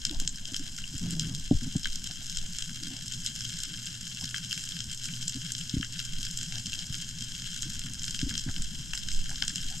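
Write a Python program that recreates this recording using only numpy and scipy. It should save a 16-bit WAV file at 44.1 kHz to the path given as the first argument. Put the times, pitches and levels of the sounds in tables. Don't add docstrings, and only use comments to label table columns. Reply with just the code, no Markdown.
import sys
import numpy as np
from scipy import signal
from scipy.fft import rfft, irfft, next_fast_len
from scipy.io import wavfile
from scipy.ndimage import uniform_filter1d, map_coordinates

SR = 44100
rng = np.random.default_rng(int(sys.argv[2]) if len(sys.argv) > 2 else 0)


def generate_wav(signal):
    frames = np.transpose(np.atleast_2d(signal))
    scaled = np.clip(frames, -1, 1) * 32767
    pcm = np.round(scaled).astype(np.int16)
    wavfile.write(sys.argv[1], SR, pcm)


N = 432180

# (middle [s], length [s], level [dB], pitch [Hz], eddies relative to the rub [dB])
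MOUNT_RUBS = [(0.123, 0.042, -40, 290, -11), (0.531, 0.027, -43, 278, 4), (0.609, 0.029, -47.5, 277, -4),
              (0.953, 0.037, -45, 274, -1), (1.055, 0.11, -40, 174.8, 3), (1.185, 0.26, -38, 162.5, -0.5),
              (1.289, 0.036, -47, 276, 0), (1.345, 0.11, -42, 152, 0), (1.652, 0.088, -45, 257.7, 1.5),
              (5.365, 0.037, -39, 240, -10), (7.667, 0.025, -51.5, 308, 7.5), (8.273, 0.02, -38, 277, -4),
              (8.345, .1, -50.5, 233, 9), (8.488, 0.038, -49, 266, 13), (9.54, 0.033, -49.5, 282, -2)]
RUB_TAPER = 0.44


def amp(db):
    return 10 ** (np.asarray(db) / 20)


def unit(x):
    return x / np.sqrt(np.mean(x ** 2) + 1e-20)


def along(points, hz):
    f, v = np.transpose(points)
    return np.interp(np.log(hz + 1), np.log(f + 1), v)


def curve(points):
    return np.interp(np.arange(N) / SR, *np.transpose(points))


def wobble(rate):
    return map_coordinates(rng.standard_normal(int(N * rate / SR) + 4), [np.arange(N) * rate / SR])


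def swell(middle, length, taper):
    inside = 1 - np.abs(np.arange(N) / SR - middle) / (length / 2)
    ramp = np.clip(inside / taper, 0, 1)
    return ramp * ramp * (3 - 2 * ramp)


def add(track, s, sound):
    part = track[..., max(round(s * SR), 0):][..., :sound.shape[-1]]
    part += sound[..., :part.shape[-1]]


def filtered(x, response):
    n = x.shape[-1]
    m = 2 * next_fast_len(n // 2 + 2048)
    return irfft(rfft(x, m) * response(np.fft.rfftfreq(m, 1 / SR)), m)[..., :n]


def coloured(x, spectrum):
    return filtered(x, lambda hz: amp(along(spectrum, hz)))


def causal(gain):
    cepstrum = irfft(np.log(np.maximum(gain, 1e-6)))
    half = len(cepstrum) // 2
    cepstrum[1:half] *= 2
    cepstrum[half + 1:] = 0
    return np.exp(rfft(cepstrum))


def resonance(hz, centre, width):
    return 1 / (1 + ((hz ** 2 - centre ** 2) / (width * hz + 1e-9)) ** 2)


def housing(hz, lowest_hz=1250):
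    # (frequency [Hz], width [Hz], left gain [dB], right gain [dB])
    modes = [(1590, 360, -8.5, -7.5), (2160, 430, -14, -14), (2780, 270, -7, -8), (3170, 450, 0, -10),
             (3910, 810, -6, -13), (4830, 1100, -16, -9), (5200, 470, -1.5, -4), (5790, 590, -13, -9),
             (6440, 740, -6, -5), (7430, 850, -4, -5), (8470, 750, -20, -19), (9680, 1270, -22, -22),
             (10990, 1730, -22, -26), (12770, 1990, -29, -30)]
    # (frequency [Hz], left phase lead [rad])
    phase_lead = [(1000, -.9), (1350, -.1), (1800, -.4), (2200, -1.3), (3050, -1), (3400, 0), (3700, 3),
                  (4000, 4.7), (4700, 5.9), (5600, 2 * np.pi)]
    left = np.sqrt(sum((amp(db) * resonance(hz, c, w)) ** 2 for c, w, db, _ in modes)) + 1e-9
    right = np.sqrt(sum((amp(db) * resonance(hz, c, w)) ** 2 for c, w, _, db in modes)) + 1e-9
    stiffness = np.minimum(hz / lowest_hz, 1) ** 2
    right_over_left = right / left * np.exp(-1j * along(phase_lead, hz))
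    return causal(left * stiffness) * np.array([np.ones_like(hz), right_over_left])


def through_wall(pair):
    # (frequency [Hz], side relative to mid [dB])
    side_spectrum = [(1000, 1.5), (1600, -12), (3000, -5), (5200, -14.5), (7500, -17), (9500, -10),
                     (13000, -2.5)]
    mid, side = pair[:1], coloured(pair[1:], side_spectrum)
    return filtered(mid + side * [[1], [-1]], housing)


def snap_envelope(t, rise_s=0.00012, burst_t60=0.0087, rocks_t60=0.22, surface_s=.015, surface_t60=0.027):
    burst = amp(-60 * t / burst_t60)
    rocks = amp(-26 - 60 * t / rocks_t60)
    surface = (t > surface_s) * amp(-19 - 60 * np.abs(t - surface_s) / surface_t60)
    return (1 - np.exp(-t / rise_s)) * (burst + np.hypot(rocks, surface))


def reef_crackle(snaps_per_s=430, spread_db=7.5, flurry_db=2, colour_db=2.5, gain_db=1):
    # (time [s], relative level [dB])
    levels = [(0.0, -44.5), (0.41, -46.5), (1.06, -43), (1.36, -45), (3.14, -42), (3.41, -40.5),
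              (3.82, -43.5), (4.56, -41), (4.86, -42.5), (5.62, -41.5), (5.81, -43.5), (6.66, -41.5),
              (7.2, -43), (7.45, -40.5), (7.78, -43), (8.19, -41.5), (8.71, -43), (9.8, -40.5)]
    onsets = rng.random(N) < snaps_per_s / SR
    size = np.minimum(rng.standard_normal(N), 1.35)
    energy = onsets * amp(spread_db * size) ** 2
    energy_decay = snap_envelope(np.arange(SR // 25) / SR) ** 2
    bursts = np.sqrt(np.abs(signal.fftconvolve(energy, energy_decay)[:N]))
    flurries = amp(flurry_db * wobble(30)) * unit(bursts)
    hiss = amp(-1.5 + 0.68 * wobble(12))
    noise = coloured(rng.standard_normal((2, N)), [(1700, -2.5), (2700, 0), (8000, 1)])
    dull = filtered(noise, lambda hz: along([(3800, 0.74), (5000, 0.019)], hz))
    tilt_db = colour_db * wobble(70)
    tilted = dull * amp(tilt_db) + (noise - dull) * amp(-.3 * tilt_db)
    crackle = through_wall(np.hypot(flurries, hiss) * tilted)
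    return amp(curve(levels) + gain_db) * unit(crackle)


def flow(surge_stir_db=-27):
    # (time [s], relative level [dB])
    drift = [(0.0, -41.5), (0.84, -45), (1.47, -37.5), (4.2, -50.5), (9.31, -37.5), (9.8, -60)]
    # (middle [s], length [s], relative level [dB])
    surges = [(0.2, 0.25, -29.5), (1.55, 0.16, -24), (1.856, 0.25, -35), (2.428, 0.26, -31.5),
              (5.78, .12, -42), (6.134, 0.46, -35), (8.26, 0.49, -39), (8.633, 0.19, -30),
              (9.183, 0.31, -27), (9.708, 0.41, -35.5)]
    # (time [s], relative level [dB])
    eddies = [(0, -48), (1.9, -47), (2.05, -47.5), (2.3, -50.5), (3.55, -46.5), (3.64, -54.5), (3.73, -48),
              (5.2, -49), (6.1, -50), (6.7, -47), (7.1, -50.5), (7.45, -47.5), (7.8, -46.5), (9.8, -45.5)]
    surge = sum(amp(db) * swell(middle, length, 0.9) for middle, length, db in surges)
    rubbing = sum(amp(db + stir_db) * swell(middle, length, RUB_TAPER)
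                  for middle, length, db, _, stir_db in MOUNT_RUBS)
    slosh = np.hypot(amp(curve(drift)), surge)
    churn = np.hypot(amp(curve(eddies)), amp(surge_stir_db) * surge + rubbing)
    return slosh, churn


def water(slosh_db=1, churn_db=-1, lumps_db=4):
    # (frequency [Hz], spectral level [dB])
    slosh_spectrum = [(4, -6), (10, 10.5), (17, 4), (26, -6.5), (48, -8.5), (70, -32), (120, -63),
                      (300, -80)]
    # (frequency [Hz], spectral level [dB])
    churn_spectrum = [(35, -2), (60, 4), (90, 4), (125, 8), (170, 4), (250, -0.5), (310, -12), (380, -22),
                      (500, -32.5), (720, -30.5), (1100, -29.5), (2000, -31), (4000, -65), (8000, -110)]
    slosh, churn = flow()
    swings = unit(coloured(rng.standard_normal(N), slosh_spectrum))
    lumpy_noise = rng.standard_normal(N) * amp(lumps_db * wobble(35))
    eddies = unit(coloured(lumpy_noise, churn_spectrum))
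    return amp(slosh_db) * slosh * swings + amp(churn_db) * churn * eddies


def wash(level_db=-64):
    # (frequency [Hz], spectral level [dB])
    spectrum = [(20, -25), (50, 7), (150, 5.5), (300, 10.5), (500, 0), (1000, 2.5), (2000, -8)]
    return amp(level_db) * unit(coloured(rng.standard_normal((2, N)), spectrum))


def whitened(burst, bins=25):
    spectrum = rfft(burst)
    power = np.abs(uniform_filter1d(np.abs(spectrum) ** 2, bins, axis=-1))
    return irfft(spectrum / np.sqrt(power + 1e-12), burst.shape[-1])


def neighbour_snaps(per_s=7, median_hz=5270, pitch_spread=0.48, focus_db=4):
    count = int(per_s * N / SR)
    rows = []
    for when, (loudness, low_ring, detune) in zip(rng.random(count), rng.standard_normal((count, 3))):
        s = when * (N / SR - .1)
        pitch = median_hz * np.exp(pitch_spread * detune)
        rows.append((s, -26.5 + loudness, -8 + 5 * low_ring, pitch, focus_db, 2.07 * pitch))
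    return rows


def near_snaps(gain_db=-7, focus_width=0.32, leak_db=-15, treble_fade_db_per_s=3500):
    # (time [s], relative level [dB], lift of the low ring [dB],
    # pitch [Hz], emphasis of that pitch [dB], upper edge [Hz])
    snaps = [(0.0511, -9.0, -5.5, 5200, 4.5, 10000), (0.0944, -20, -5, 3720, 7, 4700.0),
             (0.1111, -22.5, -5, 2550.0, 10, 15400.0), (0.1995, -16, -3, 7200, 5.5, 15600.0),
             (0.2757, -10.5, -8, 7540, 7.5, 7760), (0.454, -21, -14, 2830, 12, 7300.0),
             (0.5434, -16, 2, 3050.0, 7, 9500.0), (0.5643, -15.5, -5, 5400.0, 7, 14100.0),
             (0.7832, -30, 14.0, 2800, 0, 4000.0), (0.8396, -21.5, -1, 2750, 20, 3000.0),
             (0.9798, -23, -19, 7400, 21, 8000.0), (1.1072, -19.5, -21, 8300, 10.0, 15800.0),
             (1.1957, -12.5, -16, 2350.0, 8, 9300), (1.2089, -24, -14, 5400.0, 9, 7200.0),
             (1.2343, -31, 21, 4300.0, 9, 7400.0), (1.3488, -20.5, -8, 6950, 0, 9200.0),
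             (1.7645, -21.0, -18.0, 7950.0, 11.0, 10200.0), (1.8448, -16.5, -13.0, 3020, 12.0, 6000.0),
             (1.8558, -14, 18.5, 3700.0, 14, 14800.0), (1.8668, -39, 3, 4350.0, 11, 5600.0),
             (1.9572, -18, -18.0, 5850.0, 7, 15700.0), (2.0417, -21.0, -11, 2850.0, 5.0, 15300.0),
             (2.0721, -22, -2, 5400.0, 5, 9300.0), (2.1107, -22.0, -3.0, 4400, -1, 6000.0),
             (2.2972, -20.5, -17.0, 3050.0, 5, 8300.0), (2.3597, -24, -8.0, 5500.0, 5.0, 7600.0),
             (2.3711, -15.0, -3, 7850.0, 6, 8600.0), (2.3851, -22.0, -7.0, 3450.0, 13, 8200.0),
             (2.5855, -17, -3, 7100.0, 5, 9300.0), (2.6065, -30, 6, 3450.0, 12, 9400.0),
             (2.623, -18, -4, 2750.0, 6, 9300.0), (2.6936, -27, 9, 6900.0, 3, 14500.0),
             (2.8345, -21.5, -12, 4800.0, 9.0, 12500.0), (3.0805, -21.5, -24, 2850.0, 5.0, 10900.0),
             (3.1215, -21, -8, 7050.0, 9.0, 15900.0), (3.2464, -28, -16.0, 9500.0, 12, 14300.0),
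             (3.2619, -12.5, -23, 2320, 9, 10600), (3.407, -19.5, 4, 5500.0, 10.0, 10300.0),
             (3.4505, -23, -8, 2950.0, 13, 9600.0), (3.588, -22, -6.0, 8400.0, 10.0, 8800.0),
             (3.6026, -22.0, -11.0, 3400.0, 5, 11000.0), (3.6346, -16.5, -6.0, 7900, 4, 16000.0),
             (3.8568, -24, -6, 7400.0, 17, 11200.0), (3.8705, -21.5, -6, 2670, 12.0, 14000.0),
             (4.1478, -25.5, -22, 2850.0, -1, 10900.0), (4.2424, -20, 1, 5500.0, 12.0, 13600.0),
             (4.255, -21.5, -8, 4650.0, 7.0, 12800.0), (4.3435, -17, 24.0, 3450.0, 12, 14900.0),
             (4.3617, -18.5, -3, 2800.0, 8.0, 7100.0), (4.3807, -20.5, 7, 5850.0, 5, 14900.0),
             (4.4467, -22, -13, 3000.0, 4.0, 8400.0), (4.5093, -20, -3, 2930, 13, 6700.0),
             (4.5183, -19, -4, 2740, 18, 15800.0), (4.528, -14.0, 3.5, 4700.0, 9, 14700.0),
             (4.5768, -19.5, 1, 2550.0, 12, 11400.0), (4.7203, -21.5, -4, 3430, 19, 14600.0),
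             (4.7898, -23.5, -18.0, 2450.0, 11.0, 6500.0), (4.8037, -18, -6.0, 3050.0, 3, 7900.0),
             (4.9315, -23.5, -2, 8250, 22, 16000.0), (5.0417, -21, -11, 8840, 4, 10500.0),
             (5.087, -26.5, 10, 2400, 17, 5200.0), (5.1368, -23.5, -5, 2930, 13.0, 6400.0),
             (5.2258, -21.5, -13, 2450.0, 13.0, 6400.0), (5.2796, -13, -13, 7650.0, 7.0, 9700.0),
             (5.2947, -18.5, -13.0, 5800.0, 6, 16000.0), (5.3432, -23, -2, 4450.0, 7.0, 11100.0),
             (5.4638, -23.5, -2, 4300.0, 3, 10900.0), (5.5198, -16.5, -16, 8140, 12.0, 15200.0),
             (5.5502, -18.5, -4, 3900.0, 5.0, 6800.0), (5.5813, -21.5, -13, 7200.0, 6, 10800.0),
             (5.6117, -23, -2, 2600.0, 15, 11100.0), (5.695, -19, -21, 3550.0, 4, 6800.0),
             (5.8108, -22.5, -8, 4900, 0, 6600.0), (5.8283, -17, 17.0, 2900, 7, 4100.0),
             (5.8463, -22, 0, 5750, 6, 7700.0), (5.9919, -16.5, -4, 2850.0, 1, 6160),
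             (6.0005, -19, -1, 2700.0, 9, 14800.0), (6.2297, -19, -15, 2700.0, 8, 11900.0),
             (6.2505, -19.0, 1, 4900.0, 11, 13300.0), (6.3109, -21, -16.0, 7950.0, 5, 15700.0),
             (6.3732, -16.5, -10.0, 7700.0, 9, 16000.0), (6.3877, -23, -12, 3500.0, 7, 13600.0),
             (6.4117, -22, -12, 2850.0, 5, 8000.0), (6.4305, -20.5, 3.0, 7450.0, 10.0, 16000.0),
             (6.5228, -22, -1.0, 2350.0, 10.0, 7000.0), (6.5557, -21.5, -4.0, 4900, 1, 6600.0),
             (6.5824, -21.0, -4, 4550.0, 4, 8100.0), (6.6588, -21.5, -18.0, 2830, 10, 9800.0),
             (6.6676, -20.5, -4, 5450.0, 6.0, 10600.0), (6.7308, -18, -17, 2600.0, 19, 4500.0),
             (6.7904, -19, -20, 2700.0, 6, 6700.0), (6.9428, -20.5, -5, 2850.0, -1, 5400.0),
             (7.2075, -21.5, -18.0, 2650.0, 9.0, 9600.0), (7.2225, -22, -6, 7300.0, 1, 10700.0),
             (7.4202, -23.0, 3, 6400.0, 4, 7500.0), (7.5203, -29, -3, 3450.0, 5, 5200.0),
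             (7.622, -16, -15, 7100.0, 8.0, 15800.0), (7.6304, -19, 0, 2750.0, 1, 7400.0),
             (7.7931, -20, -4, 8800, 8.0, 15100.0), (7.8378, -26, -10.0, 2900.0, 14.0, 5600.0),
             (7.8636, -28.5, 16, 3150.0, 6.0, 5300.0), (7.9351, -23.5, -18, 9000, 12, 12500.0),
             (7.9948, -22.5, -20, 5850.0, 11, 7700.0), (8.0326, -21.0, -5.0, 7200.0, 12, 12900.0),
             (8.0418, -18.5, -0.5, 4250.0, 4.0, 8700.0), (8.0516, -23, -10.0, 8150.0, 8, 16000.0),
             (8.0803, -18.5, 0, 3800.0, 3, 6800.0), (8.1458, -18.0, 4, 3270, 10, 9300.0),
             (8.1913, -18.0, -9, 2540, 11, 6200.0), (8.2145, -18, -1.0, 5100, 1, 6940),
             (8.2934, -19.0, -1, 4650.0, 7, 15600.0), (8.309, -24, 17, 3150.0, 4, 13500.0),
             (8.34, -21, -3.0, 5900, 4, 7900.0), (8.353, -18, 0.0, 3100.0, 6, 5700.0),
             (8.3775, -14, -7, 5440, 7, 8950), (8.4883, -26.5, 25, 5300.0, 9, 13800.0),
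             (8.5629, -20, -1, 3050.0, 4, 5300.0), (8.6209, -19.5, -5, 8300, 10.0, 10600.0),
             (8.7519, -27, 7, 3250.0, 14, 11100.0), (8.9341, -16, 11, 2820, 12, 15800.0),
             (8.9754, -19.5, 5.0, 4950.0, 11.0, 11800.0), (9.0321, -25, -15, 2950.0, 12.0, 4400.0),
             (9.086, -17.5, 0.5, 4050.0, 1, 8900.0), (9.1158, -20, -10, 2300.0, 11, 7700.0),
             (9.3131, -30, 26.0, 8700.0, 8.0, 12600.0), (9.3578, -21, -5, 4900, 2, 6600.0),
             (9.4229, -9.5, 4.5, 4900, 4, 5450), (9.4304, -33, 14.0, 3550.0, 3.0, 4800.0),
             (9.439, -27, 7, 4700.0, 3, 4800.0), (9.4798, -12.5, -5, 8500, 4, 10000.0),
             (9.4951, -23, -6, 7000.0, 3, 8800.0), (9.5028, -29, 19, 6900.0, 3.0, 13200.0),
             (9.5579, -15.5, -9, 2650.0, 9, 11300.0), (9.5669, -23, -2, 3300.0, -1, 9300.0),
             (9.5809, -24, 0, 2950.0, 8, 10300.0)]
    lead_s, pulse_s = .001, .0014
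    t, out = np.maximum(np.arange(SR // 25) / SR - lead_s, 0), np.zeros((2, N))
    for s, db, low_db, pitch, focus_db, edge_hz in snaps + neighbour_snaps():
        def response(hz):
            colour_db = along([(2000, low_db), (3700, 0), (8200, 0), (11500, 8)], hz)
            hump_db = focus_db * resonance(hz, pitch, focus_width * pitch)
            shelf = np.sqrt(1 / (1 + (hz / edge_hz) ** 14) + amp(leak_db) ** 2)
            return causal(amp(colour_db + hump_db) * shelf)

        collapse = whitened(rng.standard_normal((2, len(t))) * snap_envelope(t))
        burst = filtered(collapse, response)
        treble = filtered(burst, lambda hz: along([(8000, 0), (10000, 1)], hz))
        ring = through_wall(burst - treble * (1 - amp(-treble_fade_db_per_s * t)))
        pulse_rms = np.sqrt(np.sum(ring ** 2) / (2 * SR * pulse_s))
        add(out, s - lead_s, amp(db + gain_db) * ring / pulse_rms)
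    return out


def rubs(scrape_db=-12, sag_octaves=0.12, jitter=.05, rough_db=2.3):
    # (frequency [Hz], spectral level [dB])
    grit_spectrum = [(150, -1.5), (270, 4), (410, -9.5), (500, -17), (800, -35), (1200, -55), (3000, -100)]
    out = np.zeros(N)
    unevenness = jitter * wobble(110)
    grip = amp(rough_db * wobble(90))
    scrape = amp(scrape_db) * unit(coloured(rng.standard_normal(N), grit_spectrum))
    for middle, length, db, pitch, _ in MOUNT_RUBS:
        pressure = swell(middle, length, RUB_TAPER)
        span = np.flatnonzero(pressure)
        slip_hz = pitch * 2 ** (-sag_octaves * (span / SR - middle) / length) * (1 + unevenness[span])
        slips = np.sqrt(2) * np.sin(2 * np.pi * np.cumsum(slip_hz) / SR)
        out[span] += amp(db) * pressure[span] * grip[span] * (slips + scrape[span])
    return out


def gurgles(gain_db=-0.5, bubbles_per_s=180, pitch_spread=.13, decay_cycles=22, rise=0.078):
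    # (middle [s], length [s], relative level [dB], pitch [Hz])
    clusters = [(0.145, 0.073, -56.5, 800), (0.48, 0.15, -66, 670), (0.663, 0.062, -69, 720),
                (2.442, .09, -67, 715), (2.879, .2, -45.5, 239), (2.94, .15, -64, 740),
                (3.726, 0.16, -55, 260), (4.227, 0.04, -58, 880), (6.559, .13, -63, 784),
                (6.81, 0.15, -68, 720), (9.317, 0.058, -56.5, 775), (9.729, .06, -56.5, 770)]
    t, out = np.arange(SR // 10) / SR, np.zeros(N)
    for middle, length, db, pitch in clusters:
        count, cluster = int(bubbles_per_s * length) + 1, np.zeros(N)
        for when, detune in zip(rng.random(count), rng.standard_normal(count)):
            hz = pitch * np.exp(pitch_spread * detune)
            age = np.minimum(t * hz / decay_cycles, 2)
            envelope = (1 - np.exp(-t * hz)) * amp(-60 * age)
            bubble = envelope * np.sin(2 * np.pi * hz * t * (1 + rise * age / 2))
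            add(cluster, middle + (when - .5) * length - 2 / hz, bubble)
        cluster *= swell(middle, length, 0.49)
        out += amp(db + gain_db) * cluster / np.sqrt(np.sum(cluster ** 2) / (SR * length / 2) + 1e-20)
    return out


def taps(width_hz=290, t60=.08):
    # (time [s], peak level [dB], pitch [Hz])
    touches = [(0.217, -49, 750), (1.06, -50.5, 680), (1.167, -56, 680), (1.286, -55, 700),
               (2.096, -51, 695), (2.213, -54, 720), (8.489, -48, 790), (8.935, -46.5, 900),
               (9.423, -45.5, 850)]
    t, out = np.arange(SR // 8) / SR, np.zeros(N)
    for s, db, ring_hz in touches:
        burst = rng.standard_normal(len(t)) * amp(-60 * t / t60)
        tick = filtered(burst, lambda hz: resonance(hz, ring_hz, width_hz))
        add(out, s, amp(db) * tick / np.abs(tick).max())
    return out


def knocks():
    # (time [s], peak level [dB], contact time [s])
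    impacts = [(0.218, -36, 0.0003), (0.948, -28.5, 0.0093), (1.5111, -9, 0.0014), (1.519, -21, 0.0014),
               (1.527, -18, 0.0038), (1.542, -20.5, 0.012), (1.753, -29, 0.00059), (1.7564, -15.5, 0.0044),
               (5.738, -19, 0.0044), (5.766, -21, 0.0026), (5.769, -24.5, 0.013), (5.798, -24, 0.004),
               (6.9, -27.5, 0.007), (8.228, -20, 0.0038), (8.231, -27, 0.015), (8.462, -26, 0.0037)]
    # (frequency [Hz], width [Hz], gain [dB])
    modes = [(59, 35, -12), (150.5, 92, -2), (271.5, 70, 2), (433, 16, -18), (604, 32, -17.5),
             (743, 78, -19)]
    t, out = np.arange(SR // 8) / SR, np.zeros(N)
    mount = lambda hz: causal(sum(amp(db) * resonance(hz, c, w) for c, w, db in modes))
    for s, db, contact in impacts:
        force = np.sin(np.pi * np.minimum(t / contact, 1)) ** 2
        thud = filtered(force, mount)
        add(out, s, amp(db) * thud / np.abs(thud).max())
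    return out


def hum(warble_hz=5.792, overtone_db=-15):
    # (time [s], relative level [dB])
    levels = [(2, -60), (2.3, -43), (3.56, -42), (3.64, -54), (3.72, -41), (5.6, -38.5), (9.8, -44)]
    # (position in the cycle [0-1], pitch [Hz], relative level [dB])
    warble = [(0, 172, 5), (.08, 178, 1), (.16, 135, -5), (.25, 123, -1.5), (.5, 121, -.5), (.72, 121, -1),
              (.86, 125, -5), (.94, 155, 3)]
    position, pitch_hz, throb_db = np.transpose(warble)
    cycle = (np.arange(N) / SR - .0925) * warble_hz + .025 * wobble(7)
    pitch = np.interp(cycle, position, pitch_hz, period=1) * (1 + .02 * wobble(60))
    phase = 2 * np.pi * np.cumsum(pitch) / SR
    waver_db = 2 * wobble(9) + 2 * wobble(55)
    envelope = amp(curve(levels) + np.interp(cycle, position, throb_db, period=1) + waver_db)
    tone = envelope * (np.sin(phase) + amp(overtone_db) * np.sin(2 * phase))
    return coloured(tone, [(255, -5.5), (330, -58)])


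def scene():
    low = water() + knocks() + taps() + gurgles() + rubs() + hum()
    eddies = amp(-17) * water() * [[1], [-1]]
    return near_snaps() + reef_crackle() + low * amp([[.25], [-.25]]) + eddies + wash()


def record(dry, top_hz=15800):
    return filtered(dry, lambda hz: amp(along([(13000, 0.5), (15500, -13)], hz)) * (hz < top_hz))


dry = scene()
out = record(dry)
generate_wav(out)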